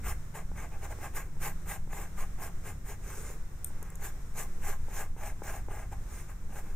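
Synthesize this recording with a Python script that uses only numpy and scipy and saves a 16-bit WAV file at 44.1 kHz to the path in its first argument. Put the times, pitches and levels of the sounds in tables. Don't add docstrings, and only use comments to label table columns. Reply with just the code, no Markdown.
import sys
import numpy as np
from scipy import signal
from scipy.fft import rfft, irfft, next_fast_len
from scipy.io import wavfile
from scipy.ndimage import uniform_filter1d, map_coordinates

SR = 44100
rng = np.random.default_rng(int(sys.argv[2]) if len(sys.argv) > 2 else 0)


def wav_out(sig):
    wavfile.write(sys.argv[1], SR, np.round(np.clip(np.atleast_2d(sig).T, -1, 1) * 32767).astype(np.int16))


N = 297763

# start in seconds, rise in ms, length in ms, relative board level
# in dB, hiss against board in dB, tip speed from 0 to 1.
PENCIL_STROKES = [(0.012, 79, 145, -41.5, -7, 0.73), (0.331, 24, 113, -44.5, -10.5, 0.13),
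                  (0.544, 36, 156, -47.5, -12.5, 0.36), (0.692, 53, 98, -53.5, -20, 0),
                  (0.799, 48, 86, -46.5, -10, 0.17), (0.877, 37, 77, -51.5, -9, 0.04),
                  (0.98, 68, 122, -45.5, -11, 0.27), (1.122, 51, 125, -40.5, -9, 0.88),
                  (1.22, 16, 124, -63, -10, 0.8), (1.384, 61, 153, -41, -7, 0.82),
                  (1.644, 55, 156, -43.5, -7, 0.5), (1.876, 68, 226, -49, -8.5, 0.52),
                  (2.153, 43, 129, -45, -8.5, 0.55), (2.364, 73, 152, -44.5, -7, 0.54),
                  (2.622, 49, 140, -49.5, -6.5, 0.44), (2.826, 72, 148, -47, -7.5, 0.46),
                  (3.982, 71, 142, -45.5, -5.5, 0.76), (4.331, 62, 150, -44, -3.5, 0.48),
                  (4.582, 98, 197, -44.5, -7.5, .5), (4.858, 133, 225, -44, -7.5, 0.46),
                  (5.142, 132, 200, -44.5, -8, 0.2), (5.428, 9.7, 205, -47.5, -9, 0.22),
                  (5.673, 46, 213, -51, -11, 0), (5.904, 20, 70, -52, -10, 0),
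                  (6.268, 35, 80, -52, -12, 0.74), (6.47, 120, 160, -50, -8, 0.2),
                  (6.622, 13, 190, -64, -10, 0.6)]
# start in seconds, rise in ms, length in ms, relative board
# level in dB, hiss against board in dB, lowest mode against upper modes in dB.
HAND_SLIDES = [(2.998, 78, 415, -54, -3.5, 3.5), (3.69, 150, 360, -59.5, -16, 1),
               (6.018, 143, 280, -55, -3, -11)]
# start in seconds, relative level in dB.
TIP_TAPS = [(0.341, -44), (0.515, -36.5), (0.562, -44), (0.83, -39), (0.986, -37.5), (1.138, -44),
            (1.368, -43), (1.669, -38), (1.874, -41), (2.386, -38), (3.301, -39), (3.704, -43),
            (3.764, -49), (3.825, -38.5), (4.353, -47), (4.585, -43), (4.883, -35), (5.164, -38.5),
            (5.419, -28), (5.684, -31), (5.921, -40), (6.294, -43), (6.493, -42)]
# start in seconds, relative level in dB, pitch in Hz.
SHEET_TICKS = [(3.6445, -21.5, 8360), (3.8272, -32.5, 6340), (3.9018, -40.5, 7600), (3.955, -35, 7000)]
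# delay in seconds, gain in dB.
TICK_PATHS = [(.0008, 0), (.0032, -11), (.0056, -20)]
# frequency in Hz, width in Hz, gain in dB.
BOARD_MODES = [(412, 87, -5), (647, 113, -1), (820, 89, 1), (1072, 45, 1.5), (1190, 70, -3.5),
               (1614, 107, 1.5), (2090, 227, -11.5), (2617, 105, -6)]

# frequency in Hz, relative spectral density in dB.
BOARD_FLOOR = [(150, -40), (300, -12), (1000, -14.5), (2400, -10.5), (3100, -22.5), (4500, -49),
               (8000, -70)]
PAPER_HISS = [(1500, -19), (3300, -16), (4300, -10), (5300, -10), (6650, -1), (8500, -2), (9700, 0),
              (11500, -10)]
FINE_HISS = [(10000, -26), (11500, 3), (13000, 1), (15500, -14)]
RUMBLE_SPECTRUM = [(12, -67), (22, -10), (31, 0.5), (41, -7), (49, -3.5), (58, -10), (75, -8), (90, -16),
                   (135, -18.5), (163, -23.5), (200, -24.5), (330, -34.5), (700, -120)]
SWAY_SPECTRUM = [(2, -10), (6, 0), (12, 5.5), (20, -4), (40, -68)]
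AIR_HISS = [(150, -40), (250, -12.5), (340, -2.5), (640, -8.5), (1460, -9.5), (2100, -13), (3000, -23),
            (7100, -16), (15500, -24)]

# time in seconds, level in dB.
RUMBLE_SWELLS = [(0.0, -35), (0.34, -45.5), (0.6, -38), (0.71, -42.5), (3.25, -42.5), (3.68, -44),
                 (6.19, -41.5), (6.28, -47), (6.56, -40), (6.75, -43.5)]
DRONE_SWELLS = [(0.0, -73), (0.49, -52), (1.0, -77), (1.47, -53), (3.63, -64), (3.93, -55), (4.17, -66),
                (4.51, -57), (5.41, -64), (6.75, -70)]
# frequency in Hz, mean level in dB.
HUM_TONES = [(99, -53.5), (147, -56), (224, -73.5)]
# frequency in Hz, seconds to fall 60 dB.
ROOM_DECAY = [(300, 0.19), (2000, 0.13), (10000, 0.14)]
# frequency in Hz, gain in dB.
ROOM_SEND = [(500, -17), (2000, -11.5), (6000, -10.5)]
# frequency in Hz, left-right correlation.
PORT_LIKENESS = [(60, 0.99), (130, 0.93), (290, 0.76), (640, 0.36), (1400, 0.35), (3100, 0.052),
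                 (7000, 0.018)]
# frequency in Hz, lead of the left port in radians.
LEFT_LEAD = [(3000, 0.5), (4500, 1.7), (6900, 1.14), (7800, 1.07), (8700, 4.5), (9900, 4.5), (10500, -5.5),
             (12100, 4.5), (13400, 4), (14200, 7.5)]
# frequency in Hz, left minus right in dB.
LEFT_BALANCE = [(200, -4), (700, 3.5), (1300, -0.5), (2400, 0.5), (15000, 1)]
# centre in Hz, width in Hz, gain in dB.
HOUSING_DIPS = [(4560, 425, -6.5)]

TOUCH_ARC = 1.24
TIP_LIFT_MS = 82.7
FINE_SLOW_DB, FINE_FAST_DB = -11, 0.5
MIDDLE_SLOW_DB, MIDDLE_FAST_DB = 4.5, -6
LOWEST_DB, USUAL_DB = -6, -44.5
LOWEST_GROWS = 0.35
SLIDE_LIFT_MS, SLIDE_MIDDLE_DB, SLIDE_FINE_DB = 130, -4, -14
SWAY_DB, SWAY_SWING_DB, DRONE_HZ = -36.5, 3, 173.9
GAP_HZ, GAP_WIDTH_HZ, GAP_DB = 10720, 547, -17.5
EDGE_HZ, EDGE_DB, TOP_HZ = 15600, -26, 16640


def rubbing():
    gains, flutter = contact_gains(), wobble(45)
    bumps = patchy(grit(3.6) * amp(1.07 * flutter + 1.7 * wobble(160)), depth_db=1.5)
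    fibres = [patchy(grit(3.3) * amp(0.89 * flutter + 1.1 * wobble(300)), depth_db=4) for _ in range(3)]
    board = filtered(gains[:3] * bumps, board_bands).sum(axis=0)
    paper = lambda f: np.array([amp(11.5 + along(PAPER_HISS, f)), amp(8 + along(FINE_HISS, f))])
    near_hiss, left, right = (filtered(gains[3:] * x, paper).sum(axis=0) for x in fibres)
    return board + near_hiss, amp(-0.5) * np.array([left, right])


def contact_gains():
    gains = np.zeros((5, N))
    for start_s, rise_ms, length_ms, board_db, hiss_db, speed in PENCIL_STROKES:
        lowest_db = LOWEST_DB + (LOWEST_GROWS - 1) * (board_db - USUAL_DB)
        middle_db = MIDDLE_SLOW_DB + speed * (MIDDLE_FAST_DB - MIDDLE_SLOW_DB)
        fine_db = hiss_db + FINE_SLOW_DB + speed * (FINE_FAST_DB - FINE_SLOW_DB)
        colour_db = np.array([lowest_db, middle_db, 0, hiss_db, fine_db])
        add_contact(gains, start_s, rise_ms, length_ms, TIP_LIFT_MS, board_db + colour_db)
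    for start_s, rise_ms, length_ms, board_db, hiss_db, lowest_db in HAND_SLIDES:
        colour_db = np.array([lowest_db, SLIDE_MIDDLE_DB, 0, hiss_db, hiss_db + SLIDE_FINE_DB])
        add_contact(gains, start_s, rise_ms, length_ms, SLIDE_LIFT_MS, board_db + colour_db)
    return gains


def add_contact(gains, start_s, rise_ms, length_ms, lift_ms, layers_db):
    start = round(start_s * SR)
    ms = np.arange(min(round(length_ms * SR / 1000), N - start)) * 1000 / SR
    lift_ms = np.clip(length_ms - rise_ms, 1, lift_ms)
    ramp = np.clip(np.minimum(ms / rise_ms, (length_ms - ms) / lift_ms), 0, 1)
    touch = np.sin(ramp * TOUCH_ARC) / np.sin(TOUCH_ARC)
    steepness = np.array([[1.5], [1.5], [1.7], [2.1], [2.5]])
    gains[:, start:start + len(ms)] += touch ** steepness * amp(layers_db)[:, None]


def grit(spread_db):
    return rng.standard_normal(N) * amp(spread_db * rng.standard_normal(N))


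def patchy(x, depth_db):
    spectra = signal.stft(x, nperseg=256)[2]
    patches = uniform_filter1d(rng.standard_normal(spectra.shape), size=3, axis=0)
    patches = uniform_filter1d(patches, size=12, axis=1)
    return unit(signal.istft(spectra * amp(depth_db * unit(patches)), nperseg=256)[1][:N])


def board_modes(f):
    return np.array([(-1) ** k * amp(db) * resonance(f, hz, width)
                     for k, (hz, width, db) in enumerate(BOARD_MODES)])


def board_bands(f):
    modes = board_modes(f)
    upper = modes[3:].sum(axis=0) + amp(along(BOARD_FLOOR, f))
    return np.array([amp(21) * modes[0], amp(16.5) * modes[1:3].sum(axis=0), amp(15.5) * upper])


def tip_taps():
    pushes, t = np.zeros(N + SR), np.arange(SR // 50) / SR
    push_s = 0.00027
    push = t / push_s * np.exp(-t / push_s)
    for start_s, db in TIP_TAPS:
        start = round((start_s + .001) * SR)
        pushes[start:start + len(t)] += amp(db) * push
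    thud = lambda f: amp(14) * resonance(f, hz=600, width=350)
    return filtered(pushes[:N], lambda f: thud(f) + amp(12.5) * board_modes(f).sum(axis=0))


def sheet_ticks():
    snaps, t = np.zeros((2, N + SR)), np.arange(SR // 50) / SR
    decay_db = -60 * t / 0.0081
    for start_s, db, hz in SHEET_TICKS:
        centre = 0.94 * np.sin(2 * np.pi * hz * t) + 0.59 * rng.standard_normal(len(t))
        snap = centre + 1.2 * rng.standard_normal((2, len(t)))
        for delay_s, path_db in TICK_PATHS:
            start = round((start_s + delay_s) * SR)
            snaps[:, start:start + len(t)] += amp(db + path_db + decay_db) * snap
    bass_cut = lambda f: 0.1 + 1 / (1 + (6800 / (f + 1)) ** 12)
    return filtered(snaps[:, :N], lambda f: bass_cut(f) / (1 + (f / 15000) ** 4))


def mic_ports(near):
    side = np.array([[.5], [-.5]])
    lead = lambda f: np.interp(f, *np.transpose([(0, 0)] + LEFT_LEAD))
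    return filtered(near, lambda f: amp(side * along(LEFT_BALANCE, f)) * np.exp(1j * side * lead(f)))


def room(near):
    hz, t, spectra = signal.stft(rng.standard_normal((2, SR // 3)), SR, nperseg=256)
    build_up = 1 - np.exp(-(t / 0.011) ** 2)
    decay = amp(-60 * t / along(ROOM_DECAY, hz)[:, None])
    tail = signal.istft(spectra * build_up * decay, SR, nperseg=256)[1]
    delayed = np.pad(near, (round(.006 * SR), 0))
    wet = signal.fftconvolve(delayed[None], tail / np.linalg.norm(tail[0]), axes=1)[:, :N]
    return filtered(wet, lambda f: amp(along(ROOM_SEND, f)))


def room_tone():
    t = np.arange(N) / SR
    level = lambda rows: amp(np.interp(t, *np.transpose(rows)))
    sway = amp(SWAY_DB + SWAY_SWING_DB * wobble(2.458)) * diffuse_noise(SWAY_SPECTRUM)
    rumble = level(RUMBLE_SWELLS) * diffuse_noise(RUMBLE_SPECTRUM)
    hum = sum(amp(db + 3.4 * wobble(3.295)) * np.sin(2 * np.pi * hz * t + 0.6 * wobble(4))
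              for hz, db in HUM_TONES)
    drone = np.sqrt(2) * level(DRONE_SWELLS) * np.sin(2 * np.pi * DRONE_HZ * t + 1.1 * wobble(7.5))
    hiss = amp(-56.5 + 1.85 * wobble(4.85)) * diffuse_noise(AIR_HISS)
    return sway + rumble + hum + drone + hiss


def diffuse_noise(spectrum):
    angle = lambda f: np.arccos(np.clip(along(PORT_LIKENESS, f), -1, 1)) / 2
    response = lambda f: amp(along(spectrum, f)) * [np.cos(angle(f)), np.sin(angle(f))]
    mid, side = filtered(rng.standard_normal((2, N)), response)
    return unit(np.array([mid + side, mid - side]))


def resonance(f, hz, width):
    return 1j * f * width / (hz * hz - f * f + 1j * f * width)


def amp(db):
    return 10 ** (np.asarray(db) / 20)


def unit(x):
    return x / np.sqrt(np.mean(x ** 2) + 1e-20)


def along(points, hz):
    knots_hz, values = np.transpose(points)
    return np.interp(np.log(hz + 1), np.log(knots_hz + 1), values)


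def wobble(rate):
    return map_coordinates(rng.standard_normal(int(N * rate / SR) + 4), [np.arange(N) * rate / SR])


def filtered(x, response):
    size = next_fast_len(N + SR // 2)
    return irfft(rfft(x, size) * response(np.fft.rfftfreq(size, 1 / SR)), size)[..., :N]


def scene():
    rub, wide_hiss = rubbing()
    near = rub + tip_taps()
    ticks = sheet_ticks()
    rest = mic_ports(near) + wide_hiss + room(near + ticks[0]) + room_tone()
    gap = lambda f: amp(GAP_DB * np.exp(-((f - GAP_HZ) / GAP_WIDTH_HZ) ** 2))
    return ticks + filtered(rest, gap)


def record(dry):
    dips_db = lambda f: sum(db * np.exp(-((f - hz) / width) ** 2) for hz, width, db in HOUSING_DIPS)
    return filtered(dry, lambda f: amp(dips_db(f) + EDGE_DB * (f > EDGE_HZ)) * (f < TOP_HZ))


dry = scene()
out = record(dry)
wav_out(out)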